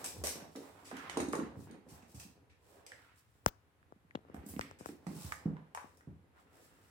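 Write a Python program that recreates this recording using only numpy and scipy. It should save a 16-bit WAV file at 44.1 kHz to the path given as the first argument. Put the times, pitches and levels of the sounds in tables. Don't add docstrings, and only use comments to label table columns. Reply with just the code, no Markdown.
import sys
import numpy as np
from scipy import signal
from scipy.fft import rfft, irfft, next_fast_len
from scipy.io import wavfile
from scipy.ndimage import uniform_filter1d, map_coordinates

SR = 44100
rng = np.random.default_rng(int(sys.argv[2]) if len(sys.argv) > 2 else 0)


def unload_audio(sound):
    columns = np.transpose(np.atleast_2d(sound))
    steps = np.round(np.clip(columns, -1, 1) * 32767)
    wavfile.write(sys.argv[1], SR, steps.astype(np.int16))


N = 304546
T = np.arange(SR // 2) / SR
HZ = np.fft.rfftfreq(len(T), 1 / SR)

# (t/s, level/dB, boom f/Hz)
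LANDINGS = [(0.044, -48, 796), (0.172, -41.5, 64.7), (0.236, -36, 565), (0.354, -42.5, 298),
            (0.42, -49, 169), (0.554, -42.5, 298), (0.57, -41, 420), (0.615, -51, 363), (0.914, -43.5, 733),
            (0.926, -40.5, 253), (0.942, -40.5, 250), (1.171, -26, 359), (1.199, -34.5, 245),
            (1.226, -34, 310), (1.281, -31, 282), (1.334, -26.5, 460), (1.388, -27.5, 280),
            (1.413, -35.5, 270), (1.567, -41.5, 116), (1.701, -44.5, 239), (1.862, -52.5, 290),
            (1.915, -49, 114), (2.027, -55.5, 191), (2.142, -44, 112), (2.248, -50.5, 188),
            (3.959, -57, 202), (4.046, -58, 154), (4.341, -39.5, 229), (4.362, -45, 70), (4.435, -46, 206),
            (4.461, -40.5, 203), (4.493, -47, 81.5), (4.534, -41.5, 207), (4.563, -34, 203),
            (4.889, -38, 280), (4.929, -51.5, 257), (5.065, -34.5, 187), (5.11, -39, 298),
            (5.157, -39.5, 161), (5.243, -36.5, 96), (5.455, -23, 153), (5.498, -36, 166),
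            (6.071, -40.5, 142.4), (6.101, -49.5, 80.7)]
# (t/s, level/dB, rise/s, skid t60/s, treble tilt/dB per octave)
CLAW_STROKES = [(0.0424, -34.5, .0007, 0.1, 2), (0.0598, -35, 0.00084, 0.0317, 0),
                (0.2382, -34, 0.00095, 0.26, 1.5), (0.2699, -29, 0.00092, 0.032, 1.5),
                (0.2887, -39.5, 0.0027, 0.049, -.5), (0.5587, -48, 0.0011, 0.045, -4),
                (0.845, -51.5, .026, .19, -2.5), (0.9675, -48, 0.00065, 0.017, -3.5),
                (1.0972, -41.5, .0005, .02, -5), (1.1741, -39, 0.00052, 0.015, -5.5),
                (1.3267, -42.5, 0.0033, 0.024, 0), (1.886, -57.5, 0.01, 0.16, 1),
                (2.023, -60.5, 0.0018, 0.095, -6), (2.144, -54.5, .008, 0.12, 2),
                (2.198, -45, 0.00092, 0.066, -2), (2.496, -61, 0.014, 0.078, -13.5),
                (2.864, -46.5, .002, 0.024, -3), (2.919, -52, 0.00052, .009, -6),
                (4.343, -57.5, .001, .036, 7.5), (4.4632, -49, .0007, .04, 9.5),
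                (4.485, -48, .027, .064, 15), (4.6098, -48, 0.00045, .013, 7),
                (4.787, -56.5, .02, .074, .5), (4.8583, -51.5, 0.0018, 0.026, 5),
                (5.068, -48.5, .0007, 0.02, -4.5), (5.3218, -42, 0.00039, .027, 0.5),
                (5.748, -43.5, 0.0004, 0.018, -1), (5.9718, -59, .0005, 0.008, 5)]
# (t/s, level/dB, ring f/Hz, Q)
HARD_CLACKS = [(0.042, -43.5, 930, 2.5), (0.239, -37, 597, 1.8), (0.269, -39, 1080, 0.81),
               (0.554, -45.5, 620, 2.6), (0.914, -38, 684, 2.9), (0.969, -42, 1500, 1),
               (1.097, -33.5, 1280, 0.4), (1.1711, -27.5, 724, 4.2), (1.202, -28.5, 740, 0.89),
               (1.333, -28, 1210, 6), (1.351, -33, 870, 12), (1.399, -38, 1190, 3.6),
               (2.919, -42.5, 1860, 7.2), (3.829, -60, 1500, 2.5), (4.109, -49, 1940, 4.6),
               (4.1538, -37, 2980, 2.3), (4.345, -45, 690, 4.8), (4.366, -47, 786, 4.9),
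               (4.539, -49, 650, 2), (4.564, -47.5, 2400, 4.1), (4.6117, -30, 2520, 0.44),
               (4.889, -46.5, 810, 1.8), (5.067, -40, 830, 2.3), (5.322, -28, 1430, 2.1),
               (5.568, -46, 980, 3), (5.749, -34, 970, 3.8), (5.7741, -32.5, 990, 3.2),
               (6.009, -53.5, 1320, 2)]
# (t/s, level/dB, low edge f/Hz, treble roll-off f/Hz, low push re snap/dB)
CAMERA_KNOCKS = [(3.462, -9.6, 400, 4530, -20.5), (3.4649, -23.5, 90, 222.7, -0.5),
                 (3.923, -40, 250, 700, -30), (4.1502, -30.5, 200, 696, -39), (4.1538, -25, 170, 450, -34),
                 (4.1733, -43, 200, 350, -18), (4.19, -50, 250, 450, -28), (4.25, -49.5, 250, 700, -24),
                 (4.286, -53, 400, 1110, -35.5), (4.299, -41, 149, 450, -24),
                 (4.5933, -22.5, 250, 2400, -17.5), (4.712, -38.5, 350, 3220, -15),
                 (4.809, -36, 150, 450, -28), (4.8594, -28.5, 280, 2200, -23), (5.843, -42, 200, 400, -30)]
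# (middle t/s, half length/s, level/dB, centre f/Hz)
PAD_SLIDES = [(0.01, 0.066, -52, 750), (0.392, 0.078, -53, 600), (0.657, 0.064, -58, 720),
              (0.789, 0.072, -60, 850), (0.98, 0.062, -51.5, 1450), (1.089, 0.17, -49.5, 1240),
              (1.418, 0.083, -57, 1420), (1.72, 0.052, -65, 1690), (1.972, .1, -63.5, 750),
              (2.21, .087, -63, 780), (2.752, .11, -58, 463), (2.89, .1, -63, 500),
              (3.042, 0.12, -64.5, 1480), (4.421, .15, -66, 1520), (4.655, .05, -62, 2200),
              (4.858, .076, -65, 1700), (5.25, .17, -57, 930), (5.544, 0.19, -67, 830),
              (6.379, 0.037, -66, 895), (6.581, 0.069, -63.5, 435), (6.718, 0.93, -69.5, 1400)]
# (t/s, level/dB)
TREE_RATTLES = [(1.172, -37), (1.203, -37), (1.286, -45), (1.33, -45.5), (1.353, -40.5), (1.603, -61),
                (1.711, -55.5)]
# (middle t/s, half length/s, level/dB)
FUR_STROKES = [(0.033, 0.19, -58), (0.611, 0.098, -67.5), (0.993, 0.35, -71), (1.62, 0.043, -66),
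               (1.947, 0.055, -66.5), (2.112, 0.033, -66.5), (2.219, 0.041, -59), (2.72, 0.088, -71),
               (3.004, .1, -75.5), (3.184, .025, -70), (3.352, .12, -82), (4.512, 0.046, -60.5),
               (4.587, .02, -67.5), (4.886, 0.03, -59), (5.13, 0.065, -65), (5.245, 0.08, -53.5),
               (5.883, 0.11, -76.5), (6.4, 0.037, -76), (6.617, 0.087, -69), (6.852, 0.126, -74.5)]
# (t/s, level/dB)
FOOT_BUSTLE = [(0.0, -51.5), (0.25, -52.5), (0.67, -69), (0.94, -60.5), (1.33, -48), (1.86, -64),
               (3.27, -77.5), (4.15, -72.5), (4.44, -59.5), (5.46, -66.5), (5.81, -68), (6.91, -69)]
# (t/s, relative room share/dB, left minus right/dB)
CONTACT_PLACE = [(0, 7, -7), (1.2, 1, -6), (1.42, 0.5, -5), (1.6, 6.5, -7.5), (2.9, 1, -4.5),
                 (3.8, -21, -5.5), (4.11, -26, 0), (4.35, 1, -4), (4.58, -5.5, -0.5), (5.1, 3.5, -3),
                 (5.32, -6, -3), (5.5, -1, -1.5), (5.75, 0, 1), (6.1, 1.5, -0.5)]
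# (f/Hz, level/dB)
BOARD_COLOUR = [(21, -58.5), (35, -47.5), (72, 0), (123, -8), (150, -3), (279, -3), (353, -4.5),
                (523, -5.5), (632, -12), (812, -10), (1500, -23.5), (1950, -24.5), (3300, -120)]
# (f/Hz, Q, lift/dB)
BOARD_RESONANCES = [(95, 3.2, 0.5), (158, 27, 4), (278.3, 24.9, 5.5), (397, 8, 2)]
# (f/Hz, level/dB)
CLAW_COLOUR = [(1180, -32), (2000, -6.5), (2400, -4), (3100, -7.5), (3900, -7), (4600, -5.5), (5400, -1),
               (7000, -2.5), (8050, 1.5), (10200, -6), (12800, -10.5), (14500, -10), (16000, -22)]
# (f/Hz, level/dB)
CLACK_COLOUR = [(100,-11), (400,-2), (900,0.5), (2000,3.5), (3500,-6), (8000,-11.5), (16000,-37)]
# (f/Hz, Q, level/dB)
RATTLE_RESONANCES = [(3880, 12, -4.5), (4600, 8, -11.5), (6500, 6.1, -6), (8740, 11, -3.5), (11000, 4, -18)]
# (f/Hz, level/dB)
FUR_COLOUR = [(1470, -50.5), (2500, -9), (2900, -11.5), (4480, -9), (5520, -7.5), (6700, -11), (7470, -5),
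              (12400, -12), (15000, -12), (16000, -11)]
# (f/Hz, level/dB)
CASE_COLOUR = [(30, -39.5), (100, 11.5), (400, 5.5), (800, 5), (1400, 2.5), (2200, -14.5), (3000, -13.5),
               (4200, -15), (5300, -4.5), (8500, -4.5), (12000, -12), (16000, -4)]
# (f/Hz, level/dB)
HUSH_COLOUR = [(25,-26), (45,-10), (90,5.5), (150,-8.5), (250,-22), (500,-22), (1100,-17.5), (2000,-20.5),
               (3200,-27), (5500,-35), (12000,-34.5), (16000,-45)]
# (f/Hz, t60/s)
ROOM_DECAY = [(60, 0.27), (250, 0.37), (1000, 0.37), (4000, 0.46), (9000, 0.3), (16000, 0.38)]
# (f/Hz, left-right likeness from 0 to 1)
PORT_LIKENESS = [(60, 0.61), (250, 0.88), (600, 0.47), (1200, 0.0067), (8000, 0.027)]

STEPS_PER_S, STEP_SCATTER_DB = 22, 3
SHUDDER_DB, SHUDDER_T60_S = -24.5, 0.53
KNOCK_PAN_DB = 6
HUSH_DB = -71
TOP_HZ = 16150


def paws(level_db=-2, room_db=0, q=2.04, soft=2.2, pan_db=-2.5):
    out = np.zeros((2, N))
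    floor = boards()
    for s, db, hz in LANDINGS:
        wet_db, _ = place(s)
        blow = in_room(signal.unit_impulse(len(T)), room_db + wet_db)
        boom = resonance(hz, q) ** 1.29
        pad = 1 / np.hypot(1, (HZ / (soft * hz + 100)) ** 3)
        add(out, s + .0015, ring(blow, floor * boom * pad), db + level_db, pan_db)
    return out


def shudder():
    t = np.arange(N) / SR
    power = np.zeros(N)
    for s, db, _ in LANDINGS:
        power += (amp(db) * (t > s) * fade(SHUDDER_T60_S, abs(t - s))) ** 2
    return amp(SHUDDER_DB) * np.sqrt(power) * rush(BOARD_COLOUR)


def footwork(steps_db=-4, stir_db=-5, room_db=2):
    bustle = amp(np.interp(np.arange(N) / SR, *np.transpose(FOOT_BUSTLE)))
    step_now = rng.random(N) < STEPS_PER_S / SR
    steps = step_now * amp(STEP_SCATTER_DB * rng.standard_normal(N))
    patter = unit(in_room(ring(steps[None], boards()), room_db))
    return bustle * (amp(steps_db) * patter + amp(stir_db) * rush(BOARD_COLOUR))


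def claws(level_db=-3, room_db=3, tick=3.9, grit_db=4.0, uneven_db=1.8, pan_db=0):
    out = np.zeros((2, N))
    for s, db, rise, skid, tilt_db in CLAW_STROKES:
        onset = 1 - np.exp(-T / max(rise, 1e-4))
        stroke = (fade(skid) + tick * fade(0.0086)) * onset
        catches = amp(grit_db * rng.standard_normal(len(T))) * stroke
        scratch = in_room(catches * rng.standard_normal((2, len(T))), room_db)
        spot = uneven_db * unit(uniform_filter1d(rng.standard_normal(len(HZ)), size=220))
        tilt = tilt_db * np.log2((HZ + 500) / 6000)
        colour = amp(along(CLAW_COLOUR, HZ) + spot + tilt)
        add(out, s, ring(scratch, colour), db + level_db, pan_db)
    return out


def clacks(level_db=-2, room_db=-2, scatter=0.11, spread=0.02, port_delay=0.00028):
    out = np.zeros((2, N))
    for s, db, hz, q in HARD_CLACKS:
        wet_db, pan_db = place(s)
        contact = scatter * fade(spread) * rng.standard_normal((2, len(T)))
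        contact[0, round(port_delay * SR)] += 1
        contact[1, 0] += 1
        body = amp(along(CLACK_COLOUR, HZ)) * resonance(hz, q)
        add(out, s, ring(in_room(contact, room_db + wet_db), body), db + level_db, pan_db)
    return out


def rattle(level_db=-3, room_db=1, t60=0.019, grit_db=6, pan_db=1):
    out = np.zeros((2, N))
    body = sum(amp(db) * resonance(hz, q) ** 2 for hz, q, db in RATTLE_RESONANCES)
    for s, db in TREE_RATTLES:
        contacts = fade(t60) * amp(grit_db * rng.standard_normal(len(T)))
        chatter = contacts * rng.standard_normal((2, len(T)))
        add(out, s, ring(in_room(chatter, room_db), body), db + level_db, pan_db)
    return out


def slides(level_db=2, q=1.42, grain_db=3, catch_rate=500, room_db=0, pan_share=.7):
    out = np.zeros((2, N))
    middle = T[-1] / 2
    ending = 1 - fade(0.085, T[::-1])
    for s, width, db, hz in PAD_SLIDES:
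        _, pan_db = place(s)
        stroke = swell(middle, width)[:len(T)] * amp(grain_db * wobble(catch_rate, len(T)))
        friction = in_room(stroke * diffuse(len(T)), room_db)
        wood = resonance(hz, q) / np.hypot(1, (HZ / 3000) ** 2)
        add(out, s - middle, ring(friction, wood) * ending, db + level_db, pan_share * pan_db)
    return out


def brushing(level_db=0, room_db=-3, grain_db=2, pan_db=0):
    strokes = sum(amp(db) * swell(s, width) for s, width, db in FUR_STROKES)
    hiss = strokes * unit(rush(FUR_COLOUR) * amp(grain_db * wobble(300)))
    return sides(level_db, pan_db) * in_room(hiss, room_db)


def knocks(level_db=-7, lag=.0005, push_hz=92, push_t60=0.071, port_delay=0.000395, room_db=-30,
           case_hz=1300, case_db=3):
    out = np.zeros((2, N))
    case = amp(along(CASE_COLOUR, HZ) + case_db * resonance(case_hz, 1.5) ** 2)
    bending = 4 * np.pi * lag * np.sqrt(HZ * 1000)
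    ports = np.exp(-2j * np.pi * HZ * np.array([[0], [port_delay]]))
    wave = irfft(np.exp(-1j * bending) * ports) * fade(.3)
    push = np.sin(2 * np.pi * push_hz * T) * fade(push_t60) * (1 - fade(0.0033))
    for s, db, low_hz, hz, push_db in CAMERA_KNOCKS:
        treble_cut = 1 / np.hypot(1, (HZ / hz) ** 1.54)
        bass_cut = 1 / np.hypot(1, (low_hz / (HZ + 1)) ** 2)
        snap = ring(wave, case * treble_cut * bass_cut)
        knock = snap / np.abs(snap).max() + amp(push_db) * push
        add(out, s, in_room(knock, room_db), db + level_db, KNOCK_PAN_DB)
    return out


def finger_slip(s=3.4825, db=-41, width=0.0084, pan_db=10):
    colour = [(200, 5), (1500, 0.0), (3000, -1.5), (6000, -3.5), (11000, -11.5), (15000, 4.5)]  # (f/Hz, level/dB)
    return sides(db, pan_db) * swell(s, width) * rush(colour)


def still_room():
    return amp(HUSH_DB) * rush(HUSH_COLOUR)


def boards():
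    lift = sum(db * resonance(hz, q) ** 2 for hz, q, db in BOARD_RESONANCES)
    return amp(along(BOARD_COLOUR, HZ) + lift)


def place(s):
    times, *columns = np.transpose(CONTACT_PLACE)
    return [np.interp(s, times, column) for column in columns]


def in_room(x, room_db):
    hz, t, z = signal.stft(diffuse(len(T)), SR, nperseg=256)
    decay = fade(along(ROOM_DECAY, hz)[:, None], t)
    tail = signal.istft(z * decay, SR, nperseg=256)[1][:, :len(T)]
    tail = tail * (1 - fade(0.0056))
    tail = tail / np.linalg.norm(tail[0])
    answer = signal.fftconvolve(np.atleast_2d(x), tail, axes=1)[:, :x.shape[-1]]
    return x + amp(room_db) * answer


def diffuse(size):
    def mid_and_side(hz):
        turn = np.arccos(np.clip(along(PORT_LIKENESS, hz), -1, 1)) / 2
        return np.array([np.cos(turn), np.sin(turn)])

    mid, side = filtered(rng.standard_normal((2, size)), mid_and_side)
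    return np.array([mid + side, mid - side])


def rush(spectrum):
    return unit(filtered(diffuse(N), lambda hz: amp(along(spectrum, hz))))


def resonance(hz, q):
    return 1 / np.hypot(1, q * (HZ / hz - hz / (HZ + 1)))


def ring(x, gain):
    cepstrum = irfft(np.log(np.maximum(gain, 1e-6)))
    cepstrum[1:len(T) // 2] *= 2
    cepstrum[len(T) // 2 + 1:] = 0
    response = irfft(np.exp(rfft(cepstrum)))
    return signal.fftconvolve(x, response[None], axes=1)[:, :x.shape[-1]]


def filtered(x, response):
    n = x.shape[-1]
    m = next_fast_len(n + 8192)
    return irfft(rfft(x, m) * response(np.fft.rfftfreq(m, 1 / SR)), m)[..., :n]


def add(track, s, sound, db, pan_db):
    top = np.sqrt(uniform_filter1d(np.mean(sound ** 2, axis=0), SR // 500).max())
    start = round(s * SR)
    sound = sound[:, max(0, -start):]
    part = track[:, max(0, start):][:, :sound.shape[1]]
    part += (sides(db, pan_db) * sound / top)[:, :part.shape[1]]


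def sides(db, pan_db):
    return amp([[db + pan_db / 2], [db - pan_db / 2]])


def swell(s, width):
    return np.exp(-((np.arange(N) / SR - s) / width) ** 2)


def wobble(rate, size=N):
    knots = rng.standard_normal(int(size * rate / SR) + 4)
    return map_coordinates(knots, [np.arange(size) * rate / SR])


def fade(t60, t=T):
    return np.exp(-np.log(1000) * t / np.maximum(t60, 1e-4))


def along(points, hz):
    f, v = np.transpose(points)
    return np.interp(np.log(hz + 1), np.log(f + 1), v)


def unit(x):
    return x / np.sqrt(np.mean(x ** 2) + 1e-20)


def amp(db):
    return 10 ** (np.asarray(db) / 20)


def scene():
    cats = paws() + shudder() + footwork() + claws() + rattle() + slides() + brushing()
    return cats + clacks() + knocks() + finger_slip() + still_room()


def record(dry, low_hz=40):
    bass_cut = signal.butter(N=4, Wn=low_hz, btype="high", fs=SR, output="sos")
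    thinned = signal.sosfilt(bass_cut, dry)
    return filtered(thinned, lambda hz: hz < TOP_HZ)


dry = scene()
out = record(dry)
unload_audio(out)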